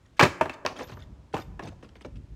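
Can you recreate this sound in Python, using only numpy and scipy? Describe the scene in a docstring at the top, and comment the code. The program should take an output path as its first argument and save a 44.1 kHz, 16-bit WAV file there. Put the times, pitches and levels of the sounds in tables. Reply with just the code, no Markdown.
"""A driveway among houses and trees, heard close up on a small microphone in a light breeze.
At 0.2 s a wooden chair is slammed down: a quick run of blows rings its frame and snaps its joints.
It bounces and sheds sticks, legs scrape, a loose screw jingles, and near 1.35 s it tips over.
From 1.6 s shoes scuff over the grit towards it. Throughout, the surroundings return a soft tail,
and in the second half gusts rumble on the microphone."""
import sys
import numpy as np
from scipy import signal
from scipy.fft import rfft, irfft
from scipy.io import wavfile

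SR = 44100
rng = np.random.default_rng(int(sys.argv[2]) if len(sys.argv) > 2 else 0)


def put_to_file(sound):
    """Save the sound as 16-bit audio at rate SR, in the file named by the first command-line argument."""
    columns = np.atleast_2d(sound).T  # one column per channel
    safe = np.clip(columns, -1, 1)
    whole_steps = np.round(safe * 32767)
    wavfile.write(sys.argv[1], SR, whole_steps.astype(np.int16))


N = 103635
T = np.arange(N) / SR
EDGES_HZ = 25 * 2 ** (np.arange(29) / 3)  # third octaves
CENTRES_HZ = np.sqrt(EDGES_HZ[1:] * EDGES_HZ[:-1])
BANDS = [signal.butter(2, pair, "band", fs=SR, output="sos") for pair in zip(EDGES_HZ, EDGES_HZ[1:])]
ATTACK_S, ATTACK_CYCLES = 0.00013, 0.42  # low notes take longer to build
GRIT_RELEASE_S = 0.0026


# Wood hits the driveway, close to the microphone: start_s, thud_db, knock_db, crack_db
CHAIR_BLOWS = [(0.1943, -49, -10.5, -20), (0.2005, -21.5, -18, -20.5), (0.2092, -43, -8.5, -21),
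               (0.2253, -24.5, -11, -24), (0.2294, -27.5, -9, -21), (0.2358, -18, -29, -19.5),
               (0.2519, -21.5, -17.5, -35.5), (0.4107, -26, -18, -28.5), (.4560, -32.5, -28, -45),
               (0.4950, -38, -31.5, -37.5), (0.6498, -35, -25, -40), (0.6622, -34.5, -27.5, -30.5),
               (0.791, -36.5, -30.5, -52), (.8080, -50, -30, -48), (.8950, -43, -40, -60),
               (.9190, -33, -42, -51.5), (0.970, -45, -41.5, -60.5), (1.34, -26, -21, -61),
               (1.3423, -34.5, -43.5, -35), (1.3663, -51, -29.5, -43.5), (1.3871, -32, -34, -58),
               (1.5936, -42.5, -30.5, -47.5)]
# Colour of a blow: band_hz, level_db
WOOD_COLOUR = [(45, -36), (90, -14), (150, -24.5), (240, -9.5), (500, -16.5), (1000, -10.5), (2800, -6.5),
               (4000, -18.5), (6500, -17), (10000, -29.5), (15000, -31)]
# Dense, short ring of the wood: band_hz, t60_s
WOOD_DECAY = [(100, 0.008), (1000, 0.11), (10000, 0.16)]
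# Seat, legs and loose sticks sound their own notes, and a sole rings under one late step: start_s, pitch_hz,
# level_db, t60_s
SINGLE_NOTES = [(.1947, 1050, -8, 0.032), (.1947, 2310, -13.5, 0.053), (.2270, 150, -3.5, 0.047),
                (.2525, 1827, -21, 0.04), (.4112, 630.4, -13, 0.078), (.4105, 928, -11.5, 0.042),
                (0.495, 2644, -34, 0.081), (.6505, 603, -19.5, 0.031), (.6635, 1066, -16.5, 0.018),
                (.8080, 499.4, -32.5, 0.12), (1.023, 3510, -42.5, 0.018), (1.3382, 425, -22, 0.039),
                (1.5942, 1723, -38, 0.051), (2.048, 521, -37, 0.058)]

def chair():
    """Each blow cracks on the ground and rings the frame; struck legs and sticks add single notes, and one late
    step adds a sole's note."""
    out = np.zeros(N)
    for start_s, *levels in CHAIR_BLOWS:
        add(out, start_s, contact(levels, WOOD_COLOUR, WOOD_DECAY))
        add(out, start_s, frame_ring(levels))
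    for start_s, hz, db, t60_s in SINGLE_NOTES:
        onset = 1 - np.exp(-T * hz / ATTACK_CYCLES)
        add(out, start_s, from_db(db) * ring(hz, t60_s) * onset)
    return out


# Modes of the chair's frame and seat: pitch_hz, level_db
FRAME_MODES = [(150, -7.5), (380, -8), (618, -11), (993, -9.5), (1164, -23), (1249, -14.5), (1641, -8),
               (1790, -5.5), (2371, -12.5), (2606, -7)]

def frame_ring(levels, spread_db=1.0, size=18000):
    """A blow wakes the frame's modes with strengths of its own; higher ones die a little sooner."""
    out = 0
    for hz, db in FRAME_MODES:
        polarity = rng.choice([-1, 1])
        gain = from_db(db + strength_db(levels, hz) + spread_db * rng.standard_normal())
        t60_s = 0.081 / (hz / 1000) ** 0.033
        out += polarity * gain * ring(hz, t60_s, size)
    return out * (1 - np.exp(-T[:size] / ATTACK_S))


def contact(levels, colour, decay, crack_t60_s=0.02, ring_db=-12, patchy_db=4, size=9000):
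    """A short crack, treble first, then the weaker ring of countless modes; no two sound alike."""
    out = 0
    for hz, sos in zip(CENTRES_HZ, BANDS):
        onset = 1 - np.exp(-T[:size] / (ATTACK_S + ATTACK_CYCLES / hz))
        tail = from_db(ring_db) * fade(at_hz(decay, hz), size)
        envelope = onset * np.hypot(fade(crack_t60_s, size), tail)
        band = signal.sosfilt(sos, rng.standard_normal(size) * envelope)
        band *= np.sqrt(0.008 * SR / np.sum(band ** 2))  # the energy of 8 ms at rms 1
        db = at_hz(colour, hz) + strength_db(levels, hz) + rng.uniform(-patchy_db, patchy_db)
        out += from_db(db) * band
    return out


def strength_db(levels, hz):
    """How hard a contact drives a frequency: thud in the bass, knock in the middle, crack on top."""
    thud, knock, crack = levels
    return np.interp(np.log(hz), np.log([170, 450, 950, 2500]), [thud, knock, knock, crack])


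# The chair's joints and fibres give way: start_s, peak_db
JOINT_SNAPS = [(0.199, -12.5), (0.212, -12.5), (0.2271, -12), (0.2343, -13.5), (0.2526, -18), (0.6633, -15)]

def breaking_joints(band_hz=(3600, 5630)):
    """Each breaking joint is a single sharp, bright snap."""
    sos = signal.butter(1, band_hz, "band", fs=SR, output="sos")
    snap = signal.sosfilt(sos, signal.sosfilt(sos, signal.unit_impulse(SR // 100)))
    snap /= np.abs(snap).max()
    out = np.zeros(N)
    for start_s, db in JOINT_SNAPS:
        add(out, start_s, from_db(db) * snap)
    return out


# Shoes land on the driveway, heading for the chair: start_s, thud_db, knock_db, crack_db
FOOTFALLS = [(1.624, -34, -46.5, -52.5), (1.672, -32, -48, -52), (1.826, -42, -49.5, -51.5),
             (1.844, -44.5, -53.5, -53.5), (1.954, -71, -54, -50.5), (2.009, -46, -54, -49),
             (2.047, -38.5, -39, -47.5), (2.156, -40, -69, -55)]
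# Colour of a step: band_hz, level_db
SHOE_COLOUR = [(50, -15), (150, -12.5), (380, -2), (900, -10), (2800, -10.5), (15000, -55.5)]

def shoes(t60_s=0.09):
    """Soles land and scuff in soft contacts that die away alike in every band."""
    out = np.zeros(N)
    for start_s, *levels in FOOTFALLS:
        add(out, start_s, contact(levels, SHOE_COLOUR, decay=[(1, t60_s)]))
    return out


# Splinters and grit crushed at ground level: start_s, length_s, level_db
GRIT_RUNS = [(.055, 0.0095, -64.5), (.168, 0.02, -58.5), (.222, 0.015, -25), (0.53, 0.018, -50),
             (.762, 0.085, -48.5), (0.872, 0.069, -54.5), (.99, 0.048, -59), (1.328, 0.098, -51.5),
             (1.622, 0.074, -56), (1.887, 0.008, -59.5)]
# Colour of the crackle: band_hz, level_db
GRIT_COLOUR = [(1200, 0.5), (2700, 3), (6500, -2), (15000, -22)]

def grit(step_length_s=0.017, step_offset_db=-9):
    """Short runs of crackle, under sliding wood and under each step."""
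    trodden = [(start_s, step_length_s, crack + step_offset_db) for start_s, _, _, crack in FOOTFALLS]
    return bursts(list(GRIT_RUNS) + trodden, GRIT_RELEASE_S) * coloured(fractures(), GRIT_COLOUR)


def fractures(grains_per_s=2000, spread_db=1.5, t60_cycles=55, pitches=24):
    """Tiny random fractures of uneven size, each ticking briefly at one of many pitches."""
    sizes = from_db(spread_db * np.minimum(rng.exponential(1, N), 3))
    clicks = (rng.random(N) < grains_per_s / SR) * rng.choice([-1, 1], N) * sizes
    pitch_index = rng.integers(0, pitches, N)
    out = 0
    for k, hz in enumerate(np.geomspace(1200, 15000, pitches)):
        radius = from_db(-60 * hz / (t60_cycles * SR))
        feedback = [1, -2 * radius * np.cos(2 * np.pi * hz / SR), radius ** 2]
        drive = clicks * (pitch_index == k) + 1e-18 * sizes  # the tiny floor avoids underflow
        out += (1 - radius ** 2) * signal.lfilter([1, 0, -1], feedback, drive)
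    return out


# Legs and soles drag over the driveway: start_s, length_s, level_db
DRAGS = [(.70, 0.031, -40), (.757, 0.088, -46), (1.624, 0.0563, -45.5), (1.72, 0.012, -50)]
# Colour of their rasp: band_hz, level_db
RASP_COLOUR = [(100, -12.5), (700, -0.5), (2500, -20), (15000, -35.5)]

def scrapes():
    """Wood and soles catch and slip on the rough ground."""
    friction = rng.standard_normal(N) * uneven()
    return bursts(DRAGS, GRIT_RELEASE_S) * coloured(friction, RASP_COLOUR)


# A loose screw in the chair, faint at the microphone: start_s, length_s, level_db
SCREW_JINGLES = [(.828, 0.036, -62.5), (.92, 0.06, -73.5), (1.36, 0.063, -67)]

def screw(pitch_hz=11970, width_hz=410):
    """Countless light touches keep one thin note jingling unevenly."""
    band_hz = [pitch_hz - width_hz / 2, pitch_hz + width_hz / 2]
    sos = signal.butter(1, band_hz, "band", fs=SR, output="sos")
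    ringing = rms_one(signal.sosfilt(sos, signal.sosfilt(sos, rng.standard_normal(N))))
    return bursts(SCREW_JINGLES, release_s=0.016) * ringing * uneven()


# What the surroundings send back to the microphone: band_hz, near_db, far_db
YARD_SCATTER = [(80, -27.5, -36.5), (280, -10.5, -20.5), (1209, -17.5, -21.5), (7040, -14, -13),
                (14000, -12, -22.5)]
# Tail from the houses and trees farther off: band_hz, t60_s
FAR_DECAY = [(900, 1.73), (3500, 0.31), (14000, 0.64)]

def yard_echo(direct, near_t60_s=0.24, rise_s=0.0046):
    """Quick scatter from nearby walls and a long faint tail from houses and trees."""
    scatter = np.array(YARD_SCATTER)
    swell = 1 - np.exp(-(T / rise_s) ** 2)
    response = 0
    for hz, sos in zip(CENTRES_HZ, BANDS):
        near = from_db(at_hz(scatter[:, [0, 1]], hz)) * rms_one(swell * fade(near_t60_s))
        far = from_db(at_hz(scatter[:, [0, 2]], hz)) * rms_one(swell * fade(at_hz(FAR_DECAY, hz)))
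        response += signal.sosfilt(sos, rng.standard_normal(N)) * np.hypot(near, far) / np.sqrt(N)
    return signal.fftconvolve(direct, response)[:N]


# Gusts right on the microphone: time_s, level_db
GUSTS = [(.68, -61.5), (.94, -45), (1.12, -42), (1.29, -56.5), (1.45, -47.5), (1.52, -36), (1.57, -45),
         (1.92, -52), (2.08, -48), (2.17, -37.5), (2.27, -49.5), (2.31, -44)]
# Colour of their rumble: band_hz, level_db
RUMBLE_COLOUR = [(25, -14.5), (55, 2.5), (110, -2), (350, -16), (1200, -53.5)]
# Colour of the open air all around: band_hz, level_db
HUSH_COLOUR = [(200, 3.5), (500, -2.5), (7000, -10), (15000, -25)]

def breeze(hush_db=-59):
    """Wind rumbles on the microphone over a steady outdoor hush."""
    gusts = from_db(np.interp(T, *np.transpose(GUSTS)))
    rumble = gusts * coloured(rng.standard_normal(N), RUMBLE_COLOUR)
    hush = from_db(hush_db) * coloured(rng.standard_normal(N), HUSH_COLOUR)
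    return rumble + hush


def from_db(db):
    """Decibels to gain."""
    return 10 ** (np.asarray(db) / 20)


def rms_one(x):
    """Scale to rms 1."""
    return x / np.sqrt(np.mean(x ** 2) + 1e-20)


def at_hz(points, hz):
    """Read a table on a log-frequency axis."""
    points = np.array(points)
    return np.interp(np.log(hz), np.log(points[:, 0]), points[:, 1])


def fade(t60_s, size=N):
    """Exponential decay from 1."""
    return np.exp(-np.log(1000) * T[:size] / t60_s)


def ring(hz, t60_s, size=N):
    """One decaying mode."""
    return np.sin(2 * np.pi * hz * T[:size]) * fade(t60_s, size)


def add(out, start_s, sound):
    """Mix a sound in at its start time."""
    start = int(start_s * SR)
    out[start:start + len(sound)] += sound[:N - start]


def coloured(x, colour):
    """Shape a white signal to the given balance of third octaves; rms 1."""
    hz = np.maximum(np.arange(N + 1) * SR / (2 * N), 1)
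    subsonic_rolloff = np.minimum(hz / EDGES_HZ[0], 1) ** 2
    gain = from_db(at_hz(colour, hz)) / np.sqrt(hz) * subsonic_rolloff
    return rms_one(irfft(rfft(x, 2 * N) * gain)[:N])


def bursts(rows, release_s, attack_s=0.00048):
    """An envelope that rises, holds and releases for each row."""
    out = np.zeros(N)
    attack = 1 - np.exp(-T / attack_s)
    for start_s, length_s, db in rows:
        release = np.exp(-np.maximum(T - length_s, 0) / release_s)
        add(out, start_s, from_db(db) * attack * release)
    return out


def uneven(changes_per_s=270, spread_db=1.5):
    """A gain that flickers at random; rms 1."""
    flicker = np.interp(T * changes_per_s, np.arange(N), rng.standard_normal(N))
    return rms_one(from_db(spread_db * flicker))


def scene():
    """Everything on the driveway, its echoes and the breeze, at one microphone."""
    direct = chair() + breaking_joints() + screw() + shoes() + grit() + scrapes()
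    return (direct + yard_echo(direct) + breeze())[None]


def record(dry, low_cut_hz=52, stopband_hz=16700):
    """The small microphone loses the deepest bass; the loudest peaks are rounded and the top is cut."""
    low_cut = signal.butter(2, low_cut_hz, "high", fs=SR, output="sos")
    high_cut = signal.cheby2(14, 60, stopband_hz, fs=SR, output="sos")
    rounded = np.tanh(signal.sosfilt(low_cut, dry))
    return signal.sosfilt(high_cut, rounded)


dry = scene()
out = record(dry)
put_to_file(out)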